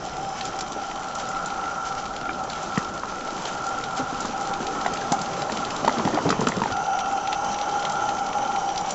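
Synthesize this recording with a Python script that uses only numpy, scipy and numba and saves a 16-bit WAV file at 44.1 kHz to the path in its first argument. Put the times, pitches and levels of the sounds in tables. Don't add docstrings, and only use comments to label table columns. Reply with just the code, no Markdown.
import sys
import numpy as np
from scipy import signal
from scipy.fft import rfft, irfft, next_fast_len
from scipy.io import wavfile
from scipy.ndimage import uniform_filter1d
from numba import njit

SR = 44100
rng = np.random.default_rng(int(sys.argv[2]) if len(sys.argv) > 2 else 0)


def gain_from_db(level_db):
    decades = np.asarray(level_db, float) / 20
    return 10 ** decades


def wrap_up_sound(samples):
    columns = np.atleast_2d(samples).T
    tamed = np.clip(columns, -1, 1)
    steps = np.round(tamed * 32767).astype(np.int16)
    wavfile.write(sys.argv[1], SR, steps)


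N = 394254
CUT_S = 6.712


def unit(x):
    return x / np.sqrt(np.mean(x ** 2))


def column(tables, k):
    t = np.arange(N) / SR
    far, near = (np.interp(t, np.array(c)[:, 0], np.array(c)[:, k]) for c in tables)
    return np.where(t < CUT_S, far, near)


def lowpass(x, order, hz):
    return signal.sosfilt(signal.butter(order, hz, fs=SR, output="sos"), x)


@njit
def svf(x, hz, width):
    y, band, low = np.empty(len(x)), 0., 0.
    for i in range(len(x)):
        g, k = np.tan(np.pi * hz[i] / SR), width / hz[i]
        v = (band + g * (x[i] - low)) / (1 + g * (g + k))
        band, low, y[i] = 2 * v - band, low + 2 * g * v, k * v
    return y


def ring(x, hz, width):
    hz = hz + np.zeros(len(x))
    each = width / np.sqrt(np.sqrt(2) - 1)
    return svf(svf(x, hz, each), hz, each)


def walk(rate):
    k = int(SR / rate)
    held = np.repeat(rng.standard_normal(N // 400), k)[:N]
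    return unit(uniform_filter1d(uniform_filter1d(held, k), k))


def coloured(shape, flicker_db, rate):
    hz, db = np.transpose(shape)
    size = next_fast_len(N)
    f = np.maximum(np.arange(size // 2 + 1) * SR / size, 1)
    spec = rfft(rng.standard_normal(size)) * gain_from_db(np.interp(np.log(f), np.log(hz), db, right=-120))
    place = np.log2(f / hz[0]) * 2
    bands = [irfft(spec * np.clip(1 - abs(place - k), 0, 1), size)[:N] for k in range(10)]
    return unit(sum(b * gain_from_db(flicker_db * walk(rate)) for b in bands))


def ticks(rows, t60=0.023):
    rise_s = 0.002564
    out, t = np.zeros(N + 2048), np.arange(2048) / SR
    noise = rng.standard_normal((len(rows), 2048))
    for (s, db, hz, width), n in zip(rows, noise):
        burst = n * (1 - np.exp(-(t / rise_s) ** 2)) * np.exp(-np.log(1000) * t / t60)
        tick = ring(burst, hz, 1.46 * np.clip(width, .1, 2) * hz)
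        start = int((s - rise_s / 2) * SR) % N
        out[start:start + 2048] += gain_from_db(db) * tick / abs(tick).max()
    return out[:N]


def blows(rows, rise_s, grit, crack):
    out, t = np.zeros(N + 8192), np.arange(8192) / SR
    noise = rng.standard_normal((len(rows), 8192))
    for (s, db, hz, t60, upper_hz, upper_db), n in zip(rows, noise):
        fade = np.exp(-np.log(1000) * t / max(t60, .004))
        force = grit * n * fade - (t == 0)
        lower = fade * np.sin(2 * np.pi * hz * t)
        upper = gain_from_db(upper_db) * fade ** 2 * np.sin(2 * np.pi * upper_hz * t)
        body = signal.fftconvolve(force, (lower + upper) * (1 - np.exp(-t / rise_s)))[:8192]
        body = np.diff(body, prepend=0)
        contact = crack * ring(n, 1.06 * hz, 0.86 * hz) * fade
        body = body / abs(body).max() + contact
        start = int(s * SR)
        out[start:start + 8192] += gain_from_db(db) * body / abs(body).max()
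    return out[:N]


# t/s, level/dB, second flue tone over the first level/dB
FLAME_CURVES = [
    [(0.0, -35, -11), (0.5, -33, -6), (0.99, -36.5, -1.5), (1.57, -35, 3), (2.7, -34, -2.5),
     (2.99, -41.5, 5), (3.3, -37, -0.5), (4.2, -34.5, 0.5), (4.61, -32, -4), (5.0, -33, -2.5),
     (5.56, -33.5, -4), (5.95, -39, 0), (6.7, -42, -1.5)],
    [(6.72, -26.5, -6), (7.59, -29, -7), (7.94, -27.5, -4.5), (8.69, -26.5, -12), (8.94, -30, -17)],
]
# t/s, closeness of wagons level/dB, steam flow level/dB
TRAIN_CURVES = [
    [(0.0, 2, -1.5), (0.55, 2.5, -1.5), (0.88, -2, -1), (1.3, 0, 0.5), (2.39, 1.5, -2), (2.67, 1.5, 2.5),
     (3.0, 2.5, -2.5), (3.47, 2.5, 3.5), (3.97, 3, 0.5), (4.5, 4.5, 1), (5.06, 6.5, 3.5), (5.5, 4, 4),
     (6.1, 9.5, 5), (6.7, 8, 2.5)],
    [(6.72, 4, -3.5), (7.0, -0.5, -0.5), (7.7, 2.5, 0.5), (8.94, 2.5, 0.5)],
]
# f/Hz, level/dB (per Hz)
ROAR_SHAPE = [(200, -1), (400, -5.5), (600, 5), (1000, 3), (1400, 0), (1600, -24.5), (2200, -27),
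              (4000, -43)]


def burner():
    width_hz = 43.8
    flame_db = column(FLAME_CURVES, 1)
    far = np.arange(N) / SR < CUT_S
    first_far = ring(rng.standard_normal(N), 786.6 * (1 + 0.007 * walk(14)), width_hz)
    first_near = ring(rng.standard_normal(N), 802.7 * (1 + 0.0119 * walk(4.4)), 1.17 * width_hz)
    first = unit(np.where(far, unit(first_far), unit(first_near)))
    second_hz = np.where(far, 1348, 1366) * (1 + 0.0054 * walk(9))
    second = unit(ring(rng.standard_normal(N), second_hz, 74.5))
    flue = first * gain_from_db(flame_db + 0.56 * walk(5.7))
    flue = flue + second * gain_from_db(flame_db + column(FLAME_CURVES, 2) + 1.3 * walk(12))
    roar_db = np.where(far, -36.5, -34) + 0.12 * column(TRAIN_CURVES, 1) + 0.69 * column(TRAIN_CURVES, 2)
    return flue + coloured(ROAR_SHAPE, 1.9, 14) * gain_from_db(roar_db)


# f/Hz, level/dB (per Hz)
HISS_SHAPE = [(900, -41), (1500, 9.5), (2000, 1.5), (2700, 2.5), (4700, -0.5), (6500, 1.5), (7600, -8.5),
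              (9500, 4.5)]
# f/Hz, width f/Hz, far level/dB, near level/dB
JET_WHISTLES = [(2250, 100, -20, -14), (3080, 170, -14, -6.5), (5200, 120, -19, -15), (5830, 170, -15, -5),
                (6300, 350, -15, -8), (7300, 250, -16, -16)]
# t/s, length t/s, level/dB over the hiss
SPURTS = [(0.385, 0.052, 7.5), (0.47, 0.061, 8), (1.208, 0.047, 6), (1.87, 0.054, 9), (1.99, 0.043, 6),
          (3.093, 0.037, 5), (3.397, 0.059, 2), (3.482, 0.028, 6), (3.986, 0.041, 9.5), (4.23, 0.26, 4),
          (4.607, 0.035, 4.5), (7.006, 0.017, 7), (7.614, 0.057, 2)]
# t/s, f/Hz, level/dB, length t/s
FADING_WHISTLES = [
    (0, 5220, -52, .75),
    (0, 3120, -55, 1.3),
    (0, 5840, -54, 2.3),
    (6.712, 2710, -50, .9),
]


def steam():
    t = np.arange(N) / SR
    puffs_db = 0.9 * walk(45)
    for s, length, db in SPURTS:
        puffs_db = puffs_db + db * np.exp(-((t - s) / (length / 2)) ** 2)
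    hiss = coloured(HISS_SHAPE, 1.2, 30)
    for hz, width_hz, far_db, near_db in JET_WHISTLES:
        tone = unit(ring(rng.standard_normal(N), hz * (1 + 0.007 * walk(8)), float(width_hz)))
        flutter_db = 1.5 * (walk(40) + walk(8))
        hiss = hiss + tone * gain_from_db(np.where(t >= CUT_S, near_db, far_db) + flutter_db)
    out = hiss * gain_from_db(-43.5 + column(TRAIN_CURVES, 2) + puffs_db)
    for s, hz, db, length in FADING_WHISTLES:
        tone = unit(ring(rng.standard_normal(N), hz, 120.)) * gain_from_db(db)
        out = out + tone * (t >= s) / (1 + ((t - s) / length) ** 4)
    return out


# f/Hz, level/dB (per Hz)
AIR_SHAPE = [(10, 1.5), (25, -1), (50, -3.5), (80, -4), (130, -13), (300, -33)]


def outdoor_air():
    return coloured(AIR_SHAPE, 1.4, 4.1) * gain_from_db(-49.5)


# f/Hz, level/dB (per Hz)
BED_SHAPE = [(60, -27.5), (110, -7.5), (185, -2.5), (250, -4.5), (330, -4.5), (420, -5.5), (520, -7.5),
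             (900, -39.5)]


def bed_drumming():
    return coloured(BED_SHAPE, 2.5, 14) * gain_from_db(-42 + column(TRAIN_CURVES, 1))


def rattle():
    per_s = 130
    pick = rng.random((1400, 3))
    s = np.cumsum(-np.log(pick[:, 0]) / per_s)
    size_db = np.minimum(-41 - 4.5 * np.log(pick[:, 1]), -29)
    rows = np.c_[s, size_db, 1500 * 5 ** pick[:, 2], np.full(len(s), .6)]
    return ticks(rows[s < N / SR], t60=0.012)


BODY_T60_S, LID_HZ = 0.015, 1796


def clatter():
    per_s = 45
    pick = rng.random((500, 3))
    s = np.cumsum(-np.log(pick[:, 0]) / per_s)
    size_db = -43 - 2.5 * np.log(pick[:, 1])
    hz = 450 * 3.61 ** pick[:, 2]
    rows = [(a, db, f, BODY_T60_S, LID_HZ, -15) for a, db, f in zip(s, size_db, hz) if a < N / SR]
    return blows(rows, rise_s=0.0015, grit=0.14, crack=1.6) * gain_from_db(1.92 * column(TRAIN_CURVES, 1))


# t/s, level/dB (peak)
JOINT_HITS = [(0.409, -19), (1.198, -28), (1.501, -23.5), (2.162, -24.5), (2.2912, -39), (2.5312, -25),
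              (2.8255, -29), (3.304, -28), (3.453, -20.5), (3.8374, -22.5), (3.9712, -28), (4.5363, -22),
              (4.6666, -19), (4.863, -22.5), (4.971, -22.5), (5.01, -24.5), (5.1897, -28), (5.4186, -19.5),
              (5.571, -20.5), (5.704, -23.5), (5.8476, -21), (5.9407, -31), (5.9828, -22.5), (6.0731, -31),
              (6.4691, -17), (6.5656, -23.5), (6.6174, -22.5), (6.6359, -25)]


def rail_joints():
    return ticks([(*hit, 3200, 0.7) for hit in JOINT_HITS])


# t/s, level/dB (peak), ring f/Hz, lid
# ring level/dB
BODY_KNOCKS = [(0.411, -23, 790, -3), (2.291, -20, 2350, -10), (2.293, -14.5, 1350, -16),
               (2.768, -24, 750, -23), (2.775, -8, 1210, -1), (3.034, -15, 1000, -33),
               (3.123, -19.5, 780, -31), (3.455, -21, 780, -16), (6.657, -14.5, 850, -23),
               (4.25, -17, 1050, -19), (4.861, -8, 770, -13), (5.124, -6.5, 880, -16),
               (5.496, -17.5, 930, 2), (5.846, -11.5, 745, -29), (5.878, -4, 906, -22),
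               (5.894, -11, 1310, -26), (5.996, -12.5, 930, -16), (6.051, -14, 666, -7),
               (6.075, -10, 765, -12), (6.174, -12, 734, -30), (6.187, -13, 970, -23),
               (6.266, -14.5, 780, -13), (6.303, -9.5, 1220, -12), (6.326, -10, 1000, -9),
               (6.413, -12, 920, -24), (6.471, -8, 1370, -29), (6.491, -17, 950, -17),
               (6.519, -17, 820, -9), (6.617, -9.5, 930, -33), (6.636, -12, 900, -5)]


def body_knocks():
    rows = [(s, db, hz, BODY_T60_S, LID_HZ, lid_db) for s, db, hz, lid_db in BODY_KNOCKS]
    return blows(rows, rise_s=0.0006, grit=0.15, crack=2.9)


# t/s, level/dB (peak), ring f/Hz
FLANGE_CLICKS = [(0.4525, -19.5, 6100), (0.588, -19.5, 6350), (0.607, -15.5, 6060), (0.7195, -22, 6180),
                 (1.084, -27.5, 6250), (1.1505, -22, 5870), (1.287, -22, 7550), (1.458, -22, 7500),
                 (1.949, -27.5, 5700), (2.437, -27, 5910), (2.629, -27, 6100), (2.777, -19.5, 6560),
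                 (3.42, -25, 5790), (3.6653, -18, 7290), (3.6886, -26, 6310), (4.204, -19.5, 7320),
                 (4.253, -23.5, 5890), (4.4093, -26, 6820), (4.4716, -21, 7210), (4.9355, -20, 6100),
                 (5.12, -13, 6500), (5.214, -15.5, 7400), (6.4065, -20.5, 6210), (6.484, -16.5, 6450),
                 (7.444, -23, 6480), (7.726, -32, 6000), (7.896, -21.5, 6140), (7.92, -24.5, 5900),
                 (8.81, -26, 6260), (8.906, -17.5, 6580)]


def flanges():
    return ticks([(*click, 0.71) for click in FLANGE_CLICKS])


# t/s, level/dB (peak), ring f/Hz, t60 t/s
BED_THUMPS = [(0.761, -28.5, 166, 0.081), (2.214, -28, 153, 0.064), (2.776, -11.5, 181, 0.022),
              (3.995, -18, 260, 0.092), (4.018, -28, 129, 0.065), (4.123, -22, 258, 0.05),
              (4.244, -22, 240, 0.039), (4.287, -23.5, 245, 0.077), (4.604, -20, 230, 0.045),
              (4.916, -24, 200, 0.062), (5.119, -12.5, 210, 0.016), (5.518, -26, 222, 0.12),
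              (5.829, -17.5, 194, 0.071), (5.846, -25, 222, 0.14), (5.875, -14.5, 260, 0.049),
              (5.975, -19, 213, 0.14), (5.997, -15, 219, 0.039), (6.05, -12.5, 220, 0.11),
              (6.134, -16.5, 302, 0.16), (6.254, -13, 172, 0.08), (6.27, -17.5, 294, 0.15),
              (6.302, -12.5, 183, 0.078), (6.322, -21.5, 228, 0.078), (6.39, -15, 170, 0.076),
              (6.414, -14.5, 225, 0.12), (6.467, -13.5, 238, 0.08), (6.499, -24, 228, 0.026),
              (6.562, -16, 185, 0.13), (6.617, -15, 208, 0.04), (6.698, -38, 266, 0.095)]


def bed_thumps():
    thumps = blows([(*hit, 414, -4.5) for hit in BED_THUMPS], rise_s=0.0051, grit=0.13, crack=10.8)
    return signal.sosfilt(signal.butter(2, 75, "high", fs=SR, output="sos"), thumps)


# t/s, level/dB (peak)
LINK_CLINKS = [(2.331, -30), (2.4985, -23.5), (2.846, -26.5), (4.812, -25), (5.258, -26), (5.3317, -27.5),
               (5.5195, -19.5), (5.6487, -21), (5.763, -19), (5.877, -19.5), (5.9234, -24), (6.0497, -21),
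               (6.1437, -22.5), (6.2903, -18), (6.3036, -15), (6.7216, -21), (8.263, -25), (8.758, -22),
               (8.776, -18.5)]


def coupling_links():
    return ticks([(*clink, 3980, 0.45) for clink in LINK_CLINKS])


def camera_jolt():
    bump = (6.716, -29.5, 45.4, 0.14, 84.5, 1)  # t/s, level/dB, f/Hz, t60 t/s, upper f/Hz, upper level/dB
    return blows([bump], rise_s=0.0091, grit=.02, crack=0)


# t/s, level/dB (peak)
ROD_CLICKS = [(6.766, -27), (6.988, -23), (7.0575, -28), (7.174, -26), (7.2729, -20), (7.327, -16),
              (7.542, -23.5), (7.5853, -23), (7.612, -22), (7.793, -27), (7.85, -18), (7.955, -28),
              (8.089, -21.5), (8.329, -23.5), (8.3825, -27), (7.691, -26), (7.825, -25.5), (8.475, -28.5),
              (8.5593, -22.5), (8.689, -23.5), (8.8905, -26)]


def engine_rods():
    return ticks([(*click, 2760, 0.68) for click in ROD_CLICKS])


# f/Hz, width f/Hz, level/dB
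WHEEL_RINGS = [(1990, 76, 6.5), (3160, 140, 5.5), (6300, 56, 6.5), (7160, 180, 19)]
# delay t/s, level/dB
STONE_ECHOES = [
    (.011, -13.5),
    (.017, -13),
    (.029, -33.5),
]


def train():
    hits = rattle() + rail_joints() + flanges() + coupling_links() + engine_rods()
    rings = sum(gain_from_db(db) * svf(hits, np.full(N, float(hz)), float(width_hz))
                for hz, width_hz, db in WHEEL_RINGS)
    hits = lowpass(hits + rings / 4, 4, 7400)
    hits = hits + lowpass(clatter() + body_knocks(), 3, 2360)
    hits = hits + sum(gain_from_db(db) * np.roll(hits, int(s * SR)) for s, db in STONE_ECHOES)
    return hits + bed_drumming() + bed_thumps()


def scene():
    return (burner() + steam() + outdoor_air() + train() + camera_jolt())[None]


def low_pass(x):
    return signal.sosfilt(signal.butter(12, 8790, fs=SR, output="sos"), x)


def record(dry):
    x = signal.sosfilt(signal.cheby1(14, .3, 7705, fs=SR, output="sos"), dry)
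    return low_pass(x)


dry = scene()
out = record(dry)
wrap_up_sound(out)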